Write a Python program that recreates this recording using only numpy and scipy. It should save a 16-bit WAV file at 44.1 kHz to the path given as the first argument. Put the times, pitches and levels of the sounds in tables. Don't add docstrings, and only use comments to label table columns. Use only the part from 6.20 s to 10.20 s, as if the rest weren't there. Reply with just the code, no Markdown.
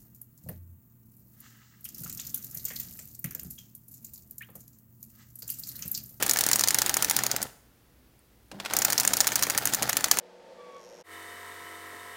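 import sys
import numpy as np
from scipy import signal
from scipy.fft import rfft, irfft, next_fast_len
from scipy.io import wavfile
from scipy.ndimage import uniform_filter1d, map_coordinates

SR = 44100
rng = np.random.default_rng(int(sys.argv[2]) if len(sys.argv) > 2 else 0)


def transcribe(signal):
    frames = np.atleast_2d(signal).T
    limited = np.clip(frames, -1, 1)
    pcm = np.round(limited * 32767).astype(np.int16)
    wavfile.write(sys.argv[1], SR, pcm)


N = 176400


def amp(db):
    return 10 ** (np.asarray(db) / 20)


def unit(x):
    return x / np.sqrt(np.mean(x ** 2) + 1e-20)


def along(points, hz):
    f, v = np.transpose(points)
    return np.interp(np.log(hz + 1), np.log(f + 1), v)


def wobble(rate):
    knots = rng.standard_normal(int(N * rate / SR) + 4)
    return map_coordinates(knots, [np.arange(N) * rate / SR])


def filtered(x, response):
    m = next_fast_len(N + SR // 2)
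    return irfft(rfft(x, m) * response(np.fft.rfftfreq(m, 1 / SR)), m)[:N]


def coloured(x, points):
    return unit(filtered(x, lambda hz: amp(along(points, hz))))


def hit_time(size=4096):
    return np.arange(size) / SR


def fade(t, t60):
    return (t >= 0) * np.exp(-np.log(1000) * np.abs(t) / t60)


def burst(t, t60):
    return rng.standard_normal(len(t)) * fade(t, t60)


def impulse(t, s):
    x = (t - s) * SR
    return np.sinc(x) * np.exp(-(x / 10) ** 2)


def body(x, points):
    hz = np.fft.rfftfreq(len(x), 1 / SR)
    cepstrum = irfft(np.log(unit(amp(along(points, hz))) + 1e-6))
    cepstrum[1:len(x) // 2] *= 2
    cepstrum[len(x) // 2 + 1:] = 0
    return irfft(rfft(x) * np.exp(rfft(cepstrum)))


def add(track, s, db, blow, size=140):
    part = track[round(s * SR):][:len(blow)]
    part += amp(db) * blow[:len(part)] / np.sqrt(np.mean(blow[:size] ** 2))


# pitch_hz, level_db
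AIR_COLOUR = [(25, -25.5), (59, -2), (82, -16.5), (119, -7), (152, -14), (233, -13.5), (567, -23),
              (762, -25.5), (8350, -36.5), (15500, -31.5)]
AIR_DB = -60.5
HUM_HZ, HUM_DB = 58.7, -66.5


def air():
    phase = 2 * np.pi * HUM_HZ * np.arange(N) / SR + wobble(2.0)
    hum = np.sin(phase) + .5 * np.sin(2 * phase)
    return amp(AIR_DB) * coloured(rng.standard_normal(N), AIR_COLOUR) + amp(HUM_DB) * hum


# pitch_hz, t60_s
ROOM_DECAY = [(100, .4), (1500, 0.68), (4000, 0.47), (8500, 0.5)]
ROOM_DB, ROOM_RISE_S = -17, 0.0052


def room(x, count=16):
    out = np.zeros(N + SR)
    for part in np.array_split(np.arange(N), count):
        hz, t, z = signal.stft(rng.standard_normal(SR // 2), SR, nperseg=256)
        decay = fade(t, along(ROOM_DECAY, hz)[:, None])
        tail = signal.istft(z * decay, SR, nperseg=256)[1]
        tail *= 1 - np.exp(-np.arange(len(tail)) / SR / ROOM_RISE_S)
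        wet = signal.fftconvolve(x[part], tail / np.linalg.norm(tail))
        out[part[0]:part[0] + len(wet)] += wet
    return out[:N]


TICKS_PER_S, TICK_SPREAD_DB, TICK_T60_S = 1000, 4, 0.006


def ticks():
    sizes = (rng.random(N) < TICKS_PER_S / SR) * amp(TICK_SPREAD_DB * rng.standard_normal(N))
    power = signal.fftconvolve(sizes ** 2, fade(hit_time(), TICK_T60_S) ** 2)[:N]
    return np.sqrt(np.abs(power)) * rng.standard_normal(N)


def patchy(x, depth_db, size):
    z = signal.stft(x, nperseg=size)[2]
    field = uniform_filter1d(rng.standard_normal(z.shape), size=4, axis=0)
    field = uniform_filter1d(field, size=7, axis=1)
    return signal.istft(z * amp(depth_db * unit(field)), nperseg=size)[1][:N]


def resonance(hz, width):
    return unit(filtered(rng.standard_normal(N), lambda f: 1 / (1 + ((f - hz) / width) ** 2)))


STIR_DB, STIR_T60_S = -1, .16


def stir():
    s, _, edge_db, _ = np.transpose(FLAPS)
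    shakes = np.bincount(np.round(s * SR).astype(int), unit(amp(edge_db)), N)
    flare = signal.fftconvolve(shakes, fade(np.arange(N) / SR, STIR_T60_S))[:N]
    return unit(1 + amp(STIR_DB) * flare)


# time_s, rumble_level_db, rustle_level_db
DRIVE = [(0, -38.5, -38), (.5, -40.5, -41.5), (1.0, -39, -40), (1.191, -41, -46), (1.255, -43, -50.5),
         (1.3, -58.5, -66), (1.42, -78, -90), (2.3, -82, -83), (2.32, -62, -67), (2.385, -56, -62),
         (2.41, -52.5, -56), (2.46, -47, -53), (2.55, -38, -41), (2.8, -39, -41), (4, -39.5, -41)]
# pitch_hz, level_db
RUMBLE = [(25, -28.5), (55, -4.5), (90, -5.5), (130, -3.5), (250, -3.5), (500, -1.5), (800, 1.5),
          (1050, -8), (1350, -0.5), (1900, -4), (2600, -11.5), (5000, -10), (16000, -51)]
RUSTLE = [(500, -12.5), (2000, -0.5), (3400, 1.5), (4700, -0.5), (6800, -1.5), (8000, -1), (9500, -5),
          (12000, -4), (15500, -1.5), (16500, -27)]
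# pitch_hz, width_hz (pitch to half amplitude),
# level_db (relative to the rumble level)
CASE_HUM = [(124.7, 8.1, -14.5), (202.6, 8.5, -15.5), (296, 26, -14), (889, 93, -13), (1380, 110, -20),
            (1850, 130, -17.5)]
RUMBLE_PATCH_DB, RUSTLE_PATCH_DB = 1, 3
RUMBLE_SWING_DB, RUSTLE_SWING_DB = 1.0, 2.2


def drums():
    s, rumble_db, rustle_db = np.transpose(DRIVE)
    t, jolt = np.arange(N) / SR, wobble(70)
    rumble = coloured(patchy(ticks(), RUMBLE_PATCH_DB, size=1024), RUMBLE)
    rumble *= amp(RUMBLE_SWING_DB * jolt)
    hum = sum(amp(db) * resonance(hz, width) for hz, width, db in CASE_HUM)
    rustle = coloured(patchy(ticks(), RUSTLE_PATCH_DB, size=128), RUSTLE)
    rustle *= amp(RUSTLE_SWING_DB * jolt) * stir()
    case_gain = amp(np.interp(t, s, rumble_db))
    rustle_gain = amp(np.interp(t, s, rustle_db))
    return case_gain * (rumble + hum) + rustle_gain * rustle


# pitch_hz, level_db
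BUMP_COLOUR = [(25, -29.5), (60, -6.5), (130, 0.5), (350, 1), (750, -3), (1300, -18), (5000, -54)]
START_S, START_DB, START_HZ, START_T60_S = 2.316, -45.5, 197, 0.62
START_RING_DB, START_RISE_S = 3.5, 0.018


def groan():
    t = np.arange(N) / SR - START_S
    build_up = 1 - np.exp(-np.abs(t) / START_RISE_S)
    mode = build_up * np.sin(2 * np.pi * START_HZ * t + .5 * wobble(40))
    shudder = coloured(rng.standard_normal(N), BUMP_COLOUR)
    return amp(START_DB) * (amp(START_RING_DB) * mode + shudder) * fade(t, START_T60_S)


# start_s, level_db
CLACKS = [(2.3151, -39.5), (2.4, -31), (2.4496, -32), (2.4595, -27), (2.5, -35.5), (2.509, -30.5)]
# start_s, level_db
BUMPS = [(0.265, -39), (1.141, -36.5), (1.252, -42), (3.27, -36.5), (3.36, -40), (3.616, -33.5)]
# pitch_hz, level_db
CLACK_COLOUR = [(60, -11), (200, -3), (800, 4), (1800, 4.5), (4000, 1.5), (9000, -6), (16000, -17)]
CLACK_T60_S, BUMP_T60_S = 0.036, 0.043


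def cases():
    out, t = np.zeros(N), hit_time()
    for s, db in CLACKS:
        add(out, s, db, body(burst(t, CLACK_T60_S), CLACK_COLOUR))
    for s, db in BUMPS:
        add(out, s, db, body(burst(t, BUMP_T60_S), BUMP_COLOUR), size=500)
    return out


STRIKE_S, STRIKE_DB = 0.00032, 4
MODE_SCATTER_DB, MODE_DETUNE = 4, .025


def attack(t):
    return 1 - np.exp(-t / STRIKE_S)


def ringing(t, modes):
    out = np.zeros(len(t))
    for hz, level, t60 in modes:
        gain = amp(level + rng.normal(0, MODE_SCATTER_DB))
        pitch = hz * rng.normal(1, MODE_DETUNE)
        phase = 2 * np.pi * (pitch * t + rng.random())
        out += gain * fade(t, t60) * np.sin(phase)
    return attack(t) * out


# start_s, ring_level_db (flap's face),
# edge_level_db (crisp edge), knock_level_db (case)
FLAPS = [(0.0254, -25.5, -24.5, -27.5), (0.0313, -29.5, -25.5, -36.5), (0.064, -29, -26.5, -34.5),
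         (0.095, -21.0, -21.5, -34.5), (0.1112, -19, -24, -34.5), (0.1349, -29.5, -23.5, -40),
         (0.1598, -31.5, -37.5, -28), (0.1713, -26, -27, -31.5), (0.188, -24.5, -23.5, -31),
         (0.209, -22.5, -22.5, -32.0), (0.2376, -25, -26.5, -32), (0.2647, -24.5, -22.5, -31.5),
         (0.288, -26, -24, -33.5), (0.3143, -22, -23.5, -26.5), (0.3318, -18, -21.5, -39.5),
         (0.3584, -24.5, -21, -31.5), (0.3874, -34.5, -37, -38), (0.3939, -23, -24, -33),
         (0.4095, -22.5, -25.5, -32.5), (0.4375, -19.5, -24.0, -31), (0.4747, -26, -26.5, -33.5),
         (0.485, -20.5, -21.5, -36.5), (0.5065, -23.5, -25.5, -29.5), (0.5452, -20.5, -19.5, -29.0),
         (0.5863, -21.0, -22, -30.5), (0.6182, -21.5, -23, -27.0), (0.6619, -25.0, -25, -33.5),
         (0.6944, -25, -25, -29.5), (0.7413, -23, -24.5, -34.5), (0.7687, -24, -22, -27.5),
         (0.824, -23.5, -22, -30.0), (0.8462, -23.5, -25.5, -31.5), (0.8977, -24.0, -22.5, -36.5),
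         (0.9105, -24.0, -24, -28), (0.9651, -22.5, -20, -32.5), (0.989, -26.5, -29.5, -28.5),
         (1.0363, -26.0, -25.5, -32.0), (1.0652, -24, -26.5, -33.5), (1.1143, -23, -28.0, -35),
         (1.1635, -27.5, -27.5, -32.5), (1.2173, -33, -36, -43.5), (1.2278, -30, -26, -40),
         (2.5361, -26.5, -26.5, -28.0), (2.5668, -22.5, -22, -32.5), (2.5884, -25, -24, -37),
         (2.6194, -24.5, -29, -31.0), (2.6221, -26, -36, -32), (2.6482, -23, -25.5, -32.5),
         (2.6502, -20.5, -19.5, -29), (2.6825, -36.5, -38, -33.5), (2.7015, -27.0, -26.5, -30),
         (2.7239, -26.5, -28.5, -32.5), (2.7298, -26, -25, -30.5), (2.7792, -19, -25.5, -34.0),
         (2.7992, -21.0, -22.5, -32.5), (2.8071, -29.5, -26.5, -41), (2.833, -33.5, -32, -35.5),
         (2.8502, -24.5, -26.0, -28.0), (2.876, -19, -19.0, -30), (2.9343, -26.5, -26, -30.0),
         (2.9364, -22, -26.5, -29), (2.9695, -26, -24.5, -37), (3.0044, -16.0, -20.5, -28.0),
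         (3.0094, -23, -25, -41), (3.0443, -34, -37, -32.5), (3.07, -23.0, -23, -26.5),
         (3.0755, -24.5, -23.5, -34), (3.1195, -30.0, -37, -30.5), (3.1566, -21.5, -22.5, -35),
         (3.1601, -27, -26, -31.5), (3.1928, -34.0, -32.5, -33.5), (3.2252, -23.5, -24.0, -27.5),
         (3.2332, -22.5, -25.5, -38), (3.2367, -26.5, -32, -38.5), (3.2684, -36, -34, -32),
         (3.2992, -26, -25, -30.5), (3.3046, -29, -31, -31.5), (3.3488, -34.5, -36.5, -31),
         (3.3767, -24, -21.0, -31), (3.3841, -29.5, -28, -29), (3.455, -26, -21, -34.5),
         (3.4729, -26.0, -28, -32.5), (3.536, -24.5, -26, -30.5), (3.5466, -23, -23.5, -35),
         (3.6236, -29, -27, -31.5), (3.6292, -26.0, -28, -31.5), (3.6929, -31.0, -28, -30),
         (3.6956, -26.5, -25.5, -28.5), (3.7299, -27, -30.5, -31), (3.7687, -22, -21, -26),
         (3.808, -35, -35.5, -37), (3.842, -19.5, -23.5, -26), (3.8842, -40, -37, -36),
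         (3.9132, -12.5, -15.5, -21.5), (3.9714, -32.5, -30.5, -31.5), (3.9873, -23, -22.5, -30)]
# start_s, level_db
SETTLES = [(1.9925, -57.5), (2.285, -64.5)]
# pitch_hz, level_db
FACE_COLOUR = [(1500, -26), (3300, -10), (4200, -1.5), (6800, 3), (8000, -2.5), (9500, -23.5)]
EDGE_COLOUR = [(6000, -24), (8200, -0.5), (9500, 0.5), (12000, -5.5), (15500, -0.5), (16500, -13.5)]
KNOCK_COLOUR = [(80, -23.5), (300, -11), (800, -1), (1900, 3.5), (3200, -2.5), (6000, -19.5)]
# pitch_hz, level_db, t60_s
FACE_MODES = [(4540, -22, 0.0099), (5560, -15.5, .006), (6166, -12, .007), (6954, -10, 0.01)]
EDGE_MODES = [(9380, -12.5, 0.0059), (13730, -16, 0.0043), (14980, -19.5, 0.0042)]
CASE_MODES = [(840, -39, .022), (1250, -36, 0.015), (1790, -32, 0.042)]
FLAP_TRIM_DB = 0.5
SNAP_T60_S, CASE_T60_S, CASE_DB = 0.004, 0.031, -13.5
BOUNCE_S, BOUNCE_DB = .0035, -10
WALL_S, WALL_DB = 0.001577, -4
KNOCK_RING_DB, KNOCK_T60_S = -17, 0.023


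def flaps():
    out, t = np.zeros(N), hit_time()
    strike = impulse(t, STRIKE_S)
    for s, face_db, edge_db, knock_db in FLAPS:
        bounce_s = BOUNCE_S * rng.uniform(0.54, 1.3)
        rebound = amp(BOUNCE_DB) * burst(t - bounce_s, SNAP_T60_S)
        case_echo = amp(CASE_DB) * burst(t, CASE_T60_S)
        scrape = attack(t) * (burst(t, SNAP_T60_S) + rebound + case_echo)
        contact = amp(STRIKE_DB) * strike + scrape
        wall_s = STRIKE_S + WALL_S * rng.uniform(.5, 1.53)
        wall_return = amp(WALL_DB) * impulse(t, wall_s)
        knock = strike + wall_return + amp(KNOCK_RING_DB) * burst(t, KNOCK_T60_S)
        face_blow = .5 * body(contact, FACE_COLOUR) + ringing(t, FACE_MODES)
        edge_blow = .5 * body(contact, EDGE_COLOUR) + ringing(t, EDGE_MODES)
        case_blow = .5 * body(knock, KNOCK_COLOUR) + ringing(t, CASE_MODES)
        add(out, s, FLAP_TRIM_DB + face_db, face_blow, size=300)
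        add(out, s, FLAP_TRIM_DB + edge_db, edge_blow, size=300)
        add(out, s, knock_db, case_blow, size=300)
    for s, db in SETTLES:
        add(out, s, db, body(burst(t, SNAP_T60_S), EDGE_COLOUR))
    return out


def scene():
    modules = drums() + groan() + cases() + flaps()
    return (modules + amp(ROOM_DB) * room(modules) + air())[None]


CEILING, TOP_HZ = .72, 16200


def record(dry):
    rounded = dry[0] / (1 + np.abs(dry[0] / CEILING) ** 5) ** (1 / 5)
    return filtered(rounded, lambda hz: hz < TOP_HZ)[None]


dry = scene()
out = record(dry)
transcribe(out)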